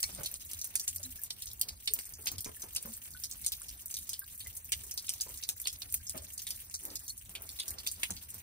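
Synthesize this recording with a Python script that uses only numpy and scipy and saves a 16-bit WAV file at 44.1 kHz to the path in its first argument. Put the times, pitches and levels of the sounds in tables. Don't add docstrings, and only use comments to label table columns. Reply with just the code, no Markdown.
import sys
import numpy as np
from scipy import signal
from scipy.fft import rfft, irfft
from scipy.io import wavfile
from scipy.ndimage import uniform_filter1d

SR = 44100
rng = np.random.default_rng(int(sys.argv[2]) if len(sys.argv) > 2 else 0)


def dump_mix(stems):
    frames = np.atleast_2d(stems).T
    limited = np.clip(frames, -1, 1)
    pcm = np.round(limited * 32767).astype(np.int16)
    wavfile.write(sys.argv[1], SR, pcm)


def how_loud(loudness_db):
    steps = np.asarray(loudness_db, float) / 20
    return 10 ** steps


N = 371322

# t/s, fizz level/dB, fizz level above 12 kHz/dB, body level/dB, body f/Hz
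SPLATS = [(0.0295, -30, -5, -31.5, 5930), (0.755, -24, -7.5, -31, 6700), (0.879, -26, -12, -33, 6100),
          (1.6129, -27, 3.5, -34, 4760), (1.8755, -35.5, -7, -29, 4300), (1.9367, -28.5, 5.5, -47, 5660),
          (1.9895, -34, 1.5, -43.5, 5260), (2.2708, -32, 0.5, -30, 4700), (2.7629, -30, -8, -33.5, 4900),
          (3.4636, -24.5, -9, -30, 6600), (3.5204, -32.5, 1, -37, 4700), (4.7206, -32, 1, -27, 7000),
          (5.0932, -28.5, -10.5, -34, 6170), (5.2095, -31.5, -5, -30, 6360), (5.4903, -30.5, 1, -33, 6500),
          (5.672, -30, -11, -30.5, 4700), (5.9413, -25.5, 1.5, -40, 6300), (6.0955, -32.5, -9.5, -45, 5190),
          (6.5058, -32.5, -4, -38, 4800), (6.9562, -34, 0, -37, 5600), (7.5992, -34.5, -9, -32.5, 3700),
          (7.873, -30, -1, -31.5, 5050), (8.033, -28.5, -7, -34, 2900), (8.1058, -36, -8, -36.5, 6700)]
# t/s, fizz level/dB, fizz top level/dB
ON_ROCK = [(0.3146, -49, 12), (0.9603, -33, 0.5), (1.123, -54, 7), (1.2164, -48, 4), (1.2352, -35.5, 4),
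           (1.5332, -51, 9), (2.4067, -34.5, 1.1), (2.827, -42.5, -2), (2.858, -45, 7.5), (3.106, -45, -11),
           (3.6178, -40, -16), (3.858, -41.5, 9.5), (4.193, -41, 6), (4.4708, -38.5, 0.5),
           (4.6454, -56, 15), (4.9411, -49, 4), (5.292, -44, 1.5), (5.6, -38, 2.1), (5.6164, -39, 3),
           (5.9244, -38, 4), (6.4886, -41, -1.1), (6.8524, -37, 3), (7.0955, -34.5, -7), (7.294, -45.5, -5),
           (7.42, -44.5, 6), (7.706, -35.5, 0), (7.9148, -33.5, -6), (8.3428, -43, 4)]
# t/s, fizz level/dB, fizz top level/dB, body level/dB
ON_FILM = [(0.2335, -35, -2, -41), (0.341, -39.5, -5, -46), (0.5132, -38, -1, -42), (0.5893, -44, -3, -42),
           (0.6145, -39, -2, -37), (0.7963, -41, 3, -33), (1.0303, -45, 3, -38.5), (2.258, -41.5, 0, -37.5),
           (2.317, -43.5, 8.5, -43), (2.4452, -43, 1, -39.5), (2.6195, -43, 0, -38.5),
           (2.7498, -40, -8, -39.5), (3.3128, -50, -2, -38), (3.9107, -37.5, -2, -45),
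           (3.9415, -37, -1, -36), (4.0927, -33, -0.5, -36), (4.9116, -41.5, 3, -38.5),
           (5.0682, -43, -13, -46), (5.137, -39, -2, -43), (5.3743, -45, -19, -45), (5.7282, -41, 2, -47.5),
           (6.068, -57, -2, -40), (6.3783, -40, -6.5, -42), (6.419, -41, -2, -44), (6.7408, -37, -20, -36),
           (7.08, -40, -4, -40), (0.149, -42, -8, -54), (2.137, -55, 1, -44), (0.406, -50.5, -2, -47)]
# t/s, fizz level/dB, body level/dB, body f/Hz
IN_PUDDLE = [(0.247, -52, -43, 4440), (0.26, -34.5, -38, 4300), (0.533, -39, -45.5, 3860),
             (1.3046, -45, -47, 4170), (1.4212, -39, -43.5, 4500), (1.6863, -38.5, -37, 4700),
             (2.382, -38, -41, 5250), (3.4461, -37.5, -42.5, 4100), (4.1322, -36.5, -39.5, 4500),
             (4.4048, -42.5, -45.5, 3540), (4.9766, -35, -34, 5000), (5.341, -43, -57, 3850),
             (5.427, -64, -42.5, 4060), (5.436, -41, -40.5, 5270), (5.8183, -43.5, -41, 3980),
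             (6.177, -43.5, -45.5, 4140), (6.3934, -51, -43, 5460), (6.468, -38.5, -40, 3540),
             (6.902, -64, -46, 5260), (7.3518, -41.5, -39, 3170), (7.4906, -43, -46, 4650),
             (7.589, -46, -42, 3600), (7.7844, -51, -41.5, 4730), (8.167, -65, -45, 4480)]
# t/s, fizz level/dB, body level/dB, body f/Hz
STRANDS = [(0.6429, -33, -40.5, 6500), (1.47, -60, -42, 5770), (1.514, -48, -49.5, 5030),
           (2.5962, -47, -57, 5560), (2.9358, -40.5, -45, 7000), (3.038, -47, -58, 6590),
           (3.237, -36.5, -34, 5800), (3.684, -41, -42, 5640), (3.9665, -36.5, -40.5, 4230),
           (4.567, -36.5, -50, 6630), (5.6666, -46, -44, 3000), (6.56, -43, -60, 4570),
           (7.68, -34.5, -38.5, 6100)]
# t/s, fizz level/dB
DROPLETS = [(1.4572, -41), (1.595, -41), (0.0032, -35), (1.8571, -43), (2.0533, -41.5), (2.0917, -44),
            (3.4147, -45), (3.5675, -45), (3.9874, -38.5), (4.5512, -45.5), (4.802, -56), (4.8367, -45),
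            (6.3348, -41), (6.836, -46), (7.178, -43), (8.3035, -41.5)]
# t/s, peak level/dB, f/Hz
SLAPS = [(0.0297, -38.5, 2300), (0.7547, -42, 2600), (0.8776, -42, 2830), (1.611, -56, 2710),
         (1.685, -49.5, 2580), (1.875, -32, 2800), (1.988, -46, 2320), (2.2681, -37, 2390),
         (2.76, -42, 2600), (4.7206, -33, 2800), (5.0915, -41.5, 3030), (5.4883, -42.5, 2570),
         (5.67, -37.5, 2730), (5.94, -47.5, 2420), (7.596, -59, 1950), (7.866, -34, 3630),
         (4.7294, -33.5, 3300), (5.083, -40.5, 3300), (8.0317, -29.5, 2620),
         (1.3046, -33, 4300),
]
# t/s, peak level/dB, f/Hz
PIPS = [(0.0378, -31.5, 1900), (0.2334, -46, 3300), (0.3444, -49, 2500), (0.7602, -38, 3300),
        (1.0413, -49, 1900), (1.405, -46, 3300), (1.937, -51, 2500), (2.0106, -46, 1900),
        (2.272, -41, 1900), (2.6327, -44, 1400), (2.854, -45, 1400), (3.0562, -46, 3300),
        (3.464, -51, 1400), (3.5142, -51, 1900), (3.6169, -48, 1400), (4.2348, -47, 1410),
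        (4.4049, -48, 2500), (4.471, -49, 3300), (4.8392, -54, 1900), (4.912, -47, 2500),
        (5.047, -49, 3300), (5.138, -43, 3300), (5.6002, -49, 2500), (5.658, -28.5, 3300),
        (5.9412, -41, 2500), (6.1472, -48, 1400), (6.469, -45, 2500), (6.5066, -43, 2500),
        (7.3575, -33, 3300), (7.7169, -44, 1900), (7.866, -32, 2510), (8.0335, -22.5, 2500),
        (8.099, -43, 1400),
        (0.0034, -37, 4300), (0.0394, -29, 5700), (0.2478, -34, 7500), (0.2601, -31, 5700),
            (0.3252, -45, 5700), (0.357, -39, 4300), (0.5469, -36, 7500), (0.5786, -41, 5700),
            (0.615, -36, 4300), (0.7966, -32, 4300), (0.851, -42, 7500), (0.9834, -36, 5700),
            (1.0308, -40, 4300), (1.307, -26, 4330), (1.4228, -36, 4300), (1.4713, -40, 4300),
            (1.5145, -40, 4300), (1.623, -33, 5700), (1.8767, -22, 4300), (1.9899, -41, 4300),
            (2.0433, -39, 7500), (2.3832, -36, 4300), (2.4451, -38, 4300), (2.6205, -35, 7500),
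            (2.7657, -32, 4300), (2.7814, -33, 4300), (3.1365, -44, 4300), (3.1739, -45, 4300),
            (3.2415, -39, 4300), (3.4416, -38, 4300), (3.4656, -30.5, 4300), (3.5209, -33, 4300),
            (3.6863, -45, 4300), (3.8813, -37, 7500), (3.911, -34, 7500), (3.941, -36, 4300),
            (4.1334, -35, 4300), (4.243, -45, 4300), (4.7209, -21.5, 7500), (4.7294, -26, 4300),
            (4.9778, -28.5, 4300), (5.2013, -34, 4300), (5.2108, -35, 4300), (5.2734, -47, 4300),
            (5.3423, -45, 4300), (5.3749, -46, 4300), (5.4367, -26.5, 5650), (5.4896, -27, 4300),
            (5.6727, -31, 4300), (5.8204, -29, 4280), (6.0132, -51, 4300), (6.1781, -34.5, 7500),
            (6.2689, -43, 4300), (6.3796, -32, 7500), (6.397, -39, 5700), (6.4693, -31, 7500),
            (6.6987, -36, 7500), (6.7433, -30.5, 5650), (7.2517, -43, 7500), (7.4914, -34, 4300),
        (0.2862, -36, 13500), (0.644, -27, 13500), (0.6734, -32, 13500), (0.7966, -29, 13500),
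             (1.1937, -38, 13500), (1.5329, -39, 9800), (1.6881, -33.5, 13500), (1.944, -24, 13500),
             (2.1238, -35, 13500), (2.8265, -29, 9800), (2.9684, -34, 9800), (2.9751, -33, 13500),
             (3.1996, -34, 13500), (3.8589, -33, 9800), (4.2655, -39, 13500), (4.9407, -29, 13500),
             (5.024, -36, 13500), (5.908, -39, 9800), (5.9418, -22, 13500), (6.7603, -46, 13500),
             (6.8523, -27, 13500), (7.4914, -34, 13500), (7.5632, -47, 13500),
        (7.6809, -34, 5700),
    (7.7865, -36, 5700),
    (7.8663, -28, 7500),
    (8.0401, -32, 4300),
    (8.1065, -28, 7500),
]
# t/s, peak level/dB, f/Hz, t60/s
BUBBLES = [(0.0444, -45, 2250, 0.087), (1.1867, -50, 1700, 0.06), (2.566, -52, 1750, 0.054),
           (3.1474, -47.5, 1476, 0.11), (3.6126, -52, 1160, 0.041), (4.2174, -46, 1590, 0.091),
           (4.462, -42.5, 2030, 0.055), (6, -57.5, 1600, 0.06), (8.8, -46, 1920, 0.034),
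           (8.6, -47, 1850, 0.059), (0.15, -45, 8600, .15), (1.906, -40, 8700, 0.076),
           (1.879, -32, 3600, .06), (5.654, -30, 4400, 0.035), (5.641, -39, 3500, .025),
           (7.1, -31, 4300, .04), (0.44, -44, 3900, 0.022), (.038, -25, 4300, 0.035),
           (1.049, -37, 4000, 0.038), (5.4355, -36, 3950, 0.034), (5.8197, -37, 3700, .03),
           (5.4, -51, 2000, 0.033), (.26, -26, 4330, 0.032), (7.598, -34, 3440, .03),
           (2.458, -48, 2400, .05), (7.066, -45, 4340, .03)]
# t/s, length/s, f/Hz, level/dB
GROANS = [(1.03, 0.097, 255, -60), (2.86, 0.081, 225, -55.5), (2.33, 0.082, 91, -52), (0.91, 0.17, 88, -58),
          (8.098, 0.042, 180, -51), (2.46, .07, 90, -54), (6.185, .05, 74, -53.5), (6.15, 0.032, 183, -57),
          (1.9, 0.037, 430, -61), (2.86, .05, 530, -66), (8.11, 0.028, 81, -54), (4.72, 0.07, 80, -61),
          (.12, .1, 190, -64)]
# t/s, peak level/dB, f/Hz
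KNOCKS = [(0.089, -52, 486), (0.183, -42.5, 450), (0.993, -56, 636), (2.182, -55, 424), (2.256, -54.5, 842),
          (2.316, -48, 264), (2.459, -42.5, 450), (2.629, -48.5, 474), (2.849, -44.5, 560),
          (5.261, -50, 990), (5.483, -57, 154), (6.14, -42.5, 627), (7.291, -58, 178), (8.094, -42.5, 950)]
# f/Hz, level/dB
KNOCK_SPECTRUM = [(80, -3.5), (200, -1.5), (500, -3.5), (1200, -10.5), (2400, -14.5), (5000, -29)]
# t/s, length/s, level/dB
SURGES = [
    (6.78, .22, -59.5),
    (7.28, .24, -63),
    (7.58, 0.27, -62),
    (1.6, 0.14, -66),
    (1.94, 0.086, -61.5),
    (5.8, 0.12, -70),
    (4.8, .12, -69),
]
# t/s, trickle level/dB, surf level/dB
FLOW = [
    (0.0, -48, -66),
    (1.01, -48.5, -74.5),
    (1.73, -54.5, -70),
    (2.01, -50.5, -71.5),
    (6.78, -48.5, -74.5),
    (7.34, -52.5, -73.5),
    (7.53, -49, -68),
    (8.42, -49.5, -67.5),
]
# f/Hz, level/dB
PATTER_SPECTRUM = [(800, -28), (1800, -9.5), (3000, -10.5), (5000, -11), (7300, -4), (9500, -3),
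                   (11700, 0.5), (14000, -2.5), (15700, -0.5), (16900, -26)]
# f/Hz, level/dB
WASH_SPECTRUM = [(150, 5), (300, 0.5), (500, -1.5), (1000, -3), (1800, -5.5), (3000, -6.5), (6000, -1.5)]
# f/Hz, level/dB
RUMBLE_SPECTRUM = [(20, -53), (31, -9), (49, -0.5), (80, 2), (100, -4), (150, -14), (300, -20.5),
                   (600, -90)]
# f/Hz, share
PORT_LIKENESS = [(60, .99), (170, .8), (450, .3), (3000, .32), (6200, .25), (7300, .72), (8500, .89),
                 (11700, .99), (16000, .86)]
# f/Hz, phase/rad
PORT_LEAD = [(95, 0), (190, .3), (500, 1.8), (1200, .3), (1900, 1), (2250, 3.6), (3200, 7.4), (4600, 7.2),
             (5300, 10.7), (6000, 12.4), (7300, 12.57)]

PORT_LAG_S = 0.0002152
LEAD_IN_S = .002
ROCK_BODY_DB, ROCK_HZ = -18, 5800


def evened(x):
    return x / np.sqrt(np.mean(x ** 2) + 1e-20)


def read(points, hz):
    f, value = np.transpose(points)
    return np.interp(np.log(hz + 1), np.log(f + 1), value)


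def colour(x, points):
    size = x.shape[-1]
    return irfft(rfft(x) * how_loud(read(points, np.fft.rfftfreq(size, 1 / SR))), size)


def flicker(shape, span, depth_db):
    return how_loud(depth_db * evened(uniform_filter1d(rng.standard_normal(shape), span)))


def lumpy(x, span, depth_db):
    spectrum = rfft(x)
    return irfft(spectrum * flicker(spectrum.shape[-1], span, depth_db), x.shape[-1])


def patchy(x, depth_db, frames=5, bins=9):
    z = signal.stft(x, nperseg=256)[2]
    field = uniform_filter1d(rng.standard_normal(z.shape[1:]), bins, axis=0)
    field = uniform_filter1d(field, frames, axis=1)
    return signal.istft(z * how_loud(depth_db * evened(field)), nperseg=256)[1][:, :N]


def add(mix, s, sound):
    part = mix[:, max(round(s * SR), 0):][:, :sound.shape[1]]
    part += sound[:, :part.shape[1]]


def hit_time(size):
    return np.maximum(np.arange(size) / SR - LEAD_IN_S, 0)


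def aimed(pair, s, reach=24, direct=.8):
    shift = round(s * SR) % (2 * reach) - reach
    second = direct * np.roll(pair[0], shift) + np.sqrt(1 - direct ** 2) * pair[1]
    return np.array([pair[0], second])


def fizz(spray_db, spray_t60=0.064, tail_db=-11, tail_t60=0.22):
    size = 4096
    t = hit_time(size)
    noise = rng.standard_normal((2, size))
    tick = evened((t > 0) * np.exp(-t / 1.1e-4) * noise) * .95 / np.sqrt(size / 30)
    spray = flicker(size, 50, 3) * how_loud(-60 * t / spray_t60)
    spray = spray + how_loud(tail_db - 60 * t / tail_t60)
    onset = 1 - np.exp(-t / 0.00039)
    fade = np.hanning(2 * size)[size:]
    return tick + how_loud(spray_db) * spray * onset * fade * noise


def body(hz, rise_s=0.0017, t60=0.095, ring_db=8, width=1.36, snap=3.13):
    size = 4096
    t = hit_time(size)
    swell = flicker(size, 70, 3.5) * how_loud(-60 * t / t60) * (1 - np.exp(-t / rise_s))
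    shape = snap * (t > 0) * np.exp(-t / 0.0003) + swell
    slap = colour(shape * rng.standard_normal((2, size)),
                  [(hz / 3.26, -24), (hz / width, .1), (hz, ring_db), (hz * width, .5),
                   (hz * 1.83, -8), (hz * 3.4, -24)])
    slap = lumpy(slap, 22, 3.5)
    return slap / slap[:, 80:480].std()


def drop(fizz_db, top_db, body_db, hz, spray_db):
    bright = colour(fizz(spray_db), [(1500, -31), (5000, -19.5), (7000, -4), (9500, -0.8),
                                     (10800, 0.2), (13500, top_db), (17000, top_db - 8.0)])
    bright /= bright[:, 80:480].std()
    return how_loud(fizz_db + max(top_db, 0) - 1.0) * bright + how_loud(body_db - 1.0) * body(hz)


def drops():
    out, lead_s = np.zeros((2, N)), .0016
    # t/s, fizz/dB, top/dB, body/dB, f/Hz, spray/dB
    hits = [(s, db, top_db, body_db, hz, -13) for s, db, top_db, body_db, hz in SPLATS]
    hits += [(s, db, top_db, db + ROCK_BODY_DB, ROCK_HZ, -11.5) for s, db, top_db in ON_ROCK]
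    hits += [(s, db, top_db, body_db, 6300, -13) for s, db, top_db, body_db in ON_FILM]
    hits += [(s, db, -3.5, body_db, hz, -10.5) for s, db, body_db, hz in IN_PUDDLE]
    hits += [(s, db, -1.5, body_db, hz, 4.5) for s, db, body_db, hz in STRANDS]
    hits += [(s, db, -2.1, db + ROCK_BODY_DB, ROCK_HZ, -8) for s, db in DROPLETS]
    for s, *kind in hits:
        add(out, s - lead_s, aimed(drop(*kind), s))
    for s, db, hz in SLAPS:
        slap = body(hz, ring_db=7, t60=0.062)
        add(out, s - lead_s, how_loud(db - 2.5) * aimed(slap, s))
    return out


def pips(click_s=0.00048, tail_db=-14, tail_t60=0.054, width=1.265, trim_db=-5.0):
    out, t = np.zeros((2, N)), hit_time(2048)
    shape = (t > 0) * (np.exp(-t / click_s) + how_loud(tail_db - 60 * t / tail_t60))
    for s, db, hz in PIPS:
        burst = colour(shape * rng.standard_normal((2, len(t))),
                       [(hz / width ** 2, -24), (hz / width, -6), (hz, 0),
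                        (hz * width, -6), (hz * width ** 2, -24)])
        burst /= burst[:, 80:150].std(axis=1, keepdims=True)
        add(out, s - LEAD_IN_S, how_loud(db + trim_db) * aimed(burst, s))
    return out


def bubbles(glide_per_s=0.26, wobble=0.37):
    out, t = np.zeros((2, N)), np.arange(6000) / SR
    for s, db, hz, t60 in BUBBLES:
        ring = np.sin(2 * np.pi * hz * (t + glide_per_s * t ** 2))
        ring *= how_loud(db + 1.0 - 60 * t / t60) * (1 - np.exp(-t / 0.0014))
        uneven = evened(uniform_filter1d(rng.standard_normal((2, len(t))), 60))
        add(out, s, ring * (1 + wobble * uneven))
    return out


def groans():
    out = np.zeros((2, N))
    for s, length_s, hz, db in GROANS:
        t = np.arange(round(length_s * SR)) / SR
        swell = how_loud(db + 5.0) * np.sin(2 * np.pi * hz * t) * np.sin(np.pi * t / length_s)
        add(out, s, swell * flicker((2, 12000), 200, 2.5)[:, :len(t)])
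    return out


def knocks(t60=0.19):
    out, t = np.zeros((2, N)), np.arange(8192) / SR
    for s, db, hz in KNOCKS:
        puff = rng.standard_normal((2, len(t))) * how_loud(-60 * t / t60) * (1 - np.exp(-t / 0.0059))
        puff = colour(puff * flicker(len(t), 300, 3.7), KNOCK_SPECTRUM)
        puff = colour(puff, [(hz * 0.83, 0), (hz, 9), (hz * 1.18, 0)])
        puff = lumpy(puff, 18, 3)
        add(out, s, how_loud(db - 4.5) * puff / puff[:, :900].std())
    return out


def surges():
    out = np.zeros((2, N))
    for s, length_s, db in SURGES:
        size = round(length_s * SR)
        noise = colour(rng.standard_normal((2, 16384)),
                       [(120, -7.5), (400, -1), (1000, -7.5), (1700, -10.0), (4000, -38)])
        noise = evened(lumpy(noise, 40, 3) * flicker(16384, 200, 2.5))
        add(out, s, how_loud(db + 4.5) * np.hanning(size) * noise[:, :size])
    return out


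def flow(column):
    rows = np.transpose(FLOW)
    return how_loud(np.interp(np.arange(N) / SR, rows[0], rows[column]))


def patter(per_s=220, spread_db=12.5, bed_db=-8):
    out = np.zeros((2, N))
    for hz in np.geomspace(2500, 14500, num=10):
        loudness_db = spread_db * np.minimum(rng.exponential(1, N), 1.7)
        train = (rng.random(N) < per_s / 10 / SR) * how_loud(loudness_db)
        grain = colour(fizz(6.5), [(hz / 1.83, -12), (hz, .1), (hz * 1.78, -12)])
        out += signal.oaconvolve(train[None], grain / np.sqrt(hz), axes=1)[:, :N]
    out = colour(out, [(2000, -3.0), (14000, 1.0)])
    hiss = patchy(rng.standard_normal((2, N)) * flicker(N, 900, 3.7), 5.7)
    return flow(1) * evened(colour(evened(out) + how_loud(bed_db) * hiss, PATTER_SPECTRUM))


def shore(rumble_db=-42, rumble_follows=.25):
    surf = flow(2)
    wash = evened(colour(rng.standard_normal((2, N)), [(40, -25)] + WASH_SPECTRUM + [(12000, -38)]))
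    wash = how_loud(5.0) * flicker(N, 2000, 3.9) * patchy(wash, 1.4, frames=14, bins=3)
    rumble = evened(colour(rng.standard_normal((2, N)), RUMBLE_SPECTRUM))
    rumble *= how_loud(rumble_db) * surf ** rumble_follows
    return surf * wash + flicker(N, 3000, 2.8) * rumble


def ports(pair):
    hz = np.fft.rfftfreq(N, 1 / SR)
    same = np.clip(read(PORT_LIKENESS, hz), 0, 1)
    right, scatter = rfft(pair)
    turn = np.exp(1j * read(PORT_LEAD, hz) - 2j * np.pi * hz * PORT_LAG_S)
    left = same * right * turn + np.sqrt(1 - same ** 2) * scatter
    left *= how_loud(read([(500, -.6), (4000, -2.1), (8500, 0)], hz))
    return irfft(np.array([left, right]), N)


def scene():
    near = drops() + pips() + bubbles() + groans() + knocks()
    return ports(near + surges() + patter() + shore())


def starved(x, share_pct=13, cut_db=-40, top_hz=15750, sharp_pct=90):
    mid_side = np.array([x[0] + x[1], x[0] - x[1]]) / 2
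    hz, _, z = signal.stft(mid_side, SR, nperseg=512)
    band, block = np.arange(z.shape[1]) // 3, np.arange(z.shape[2]) // 4
    power = np.add.reduceat(abs(z) ** 2, np.arange(0, len(band), 3), 1)
    power = np.add.reduceat(power, np.arange(0, len(block), 4), 2)
    masking = np.sqrt(power * np.median(power, axis=2, keepdims=True))
    ratio = power / uniform_filter1d(masking, size=15, axis=1)
    weak = ratio < np.percentile(ratio[:, 10:60], share_pct)
    weak = weak[:, band][:, :, block] & (hz > 2500)[:, None]
    top = power[:, 54:61].sum(axis=(0, 1))
    rise = top / np.roll(top, 1)
    not_sharp = (rise < np.percentile(rise, sharp_pct))[block]
    weak = np.where((hz > top_hz)[:, None], not_sharp, weak)
    mid, side = signal.istft(np.where(weak, how_loud(cut_db) * z, z), nperseg=512)[1][:, :N]
    return np.array([mid + side, mid - side])


def roll_off(x):
    return signal.sosfilt(signal.butter(12, 16970, fs=SR, output="sos"), x)


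def record(dry):
    taps = signal.firwin(255, 16480, window=("kaiser", 8), fs=SR)
    mix = signal.oaconvolve(starved(dry), taps[None], "same")
    return roll_off(mix)


dry = scene()
out = record(dry)
dump_mix(out)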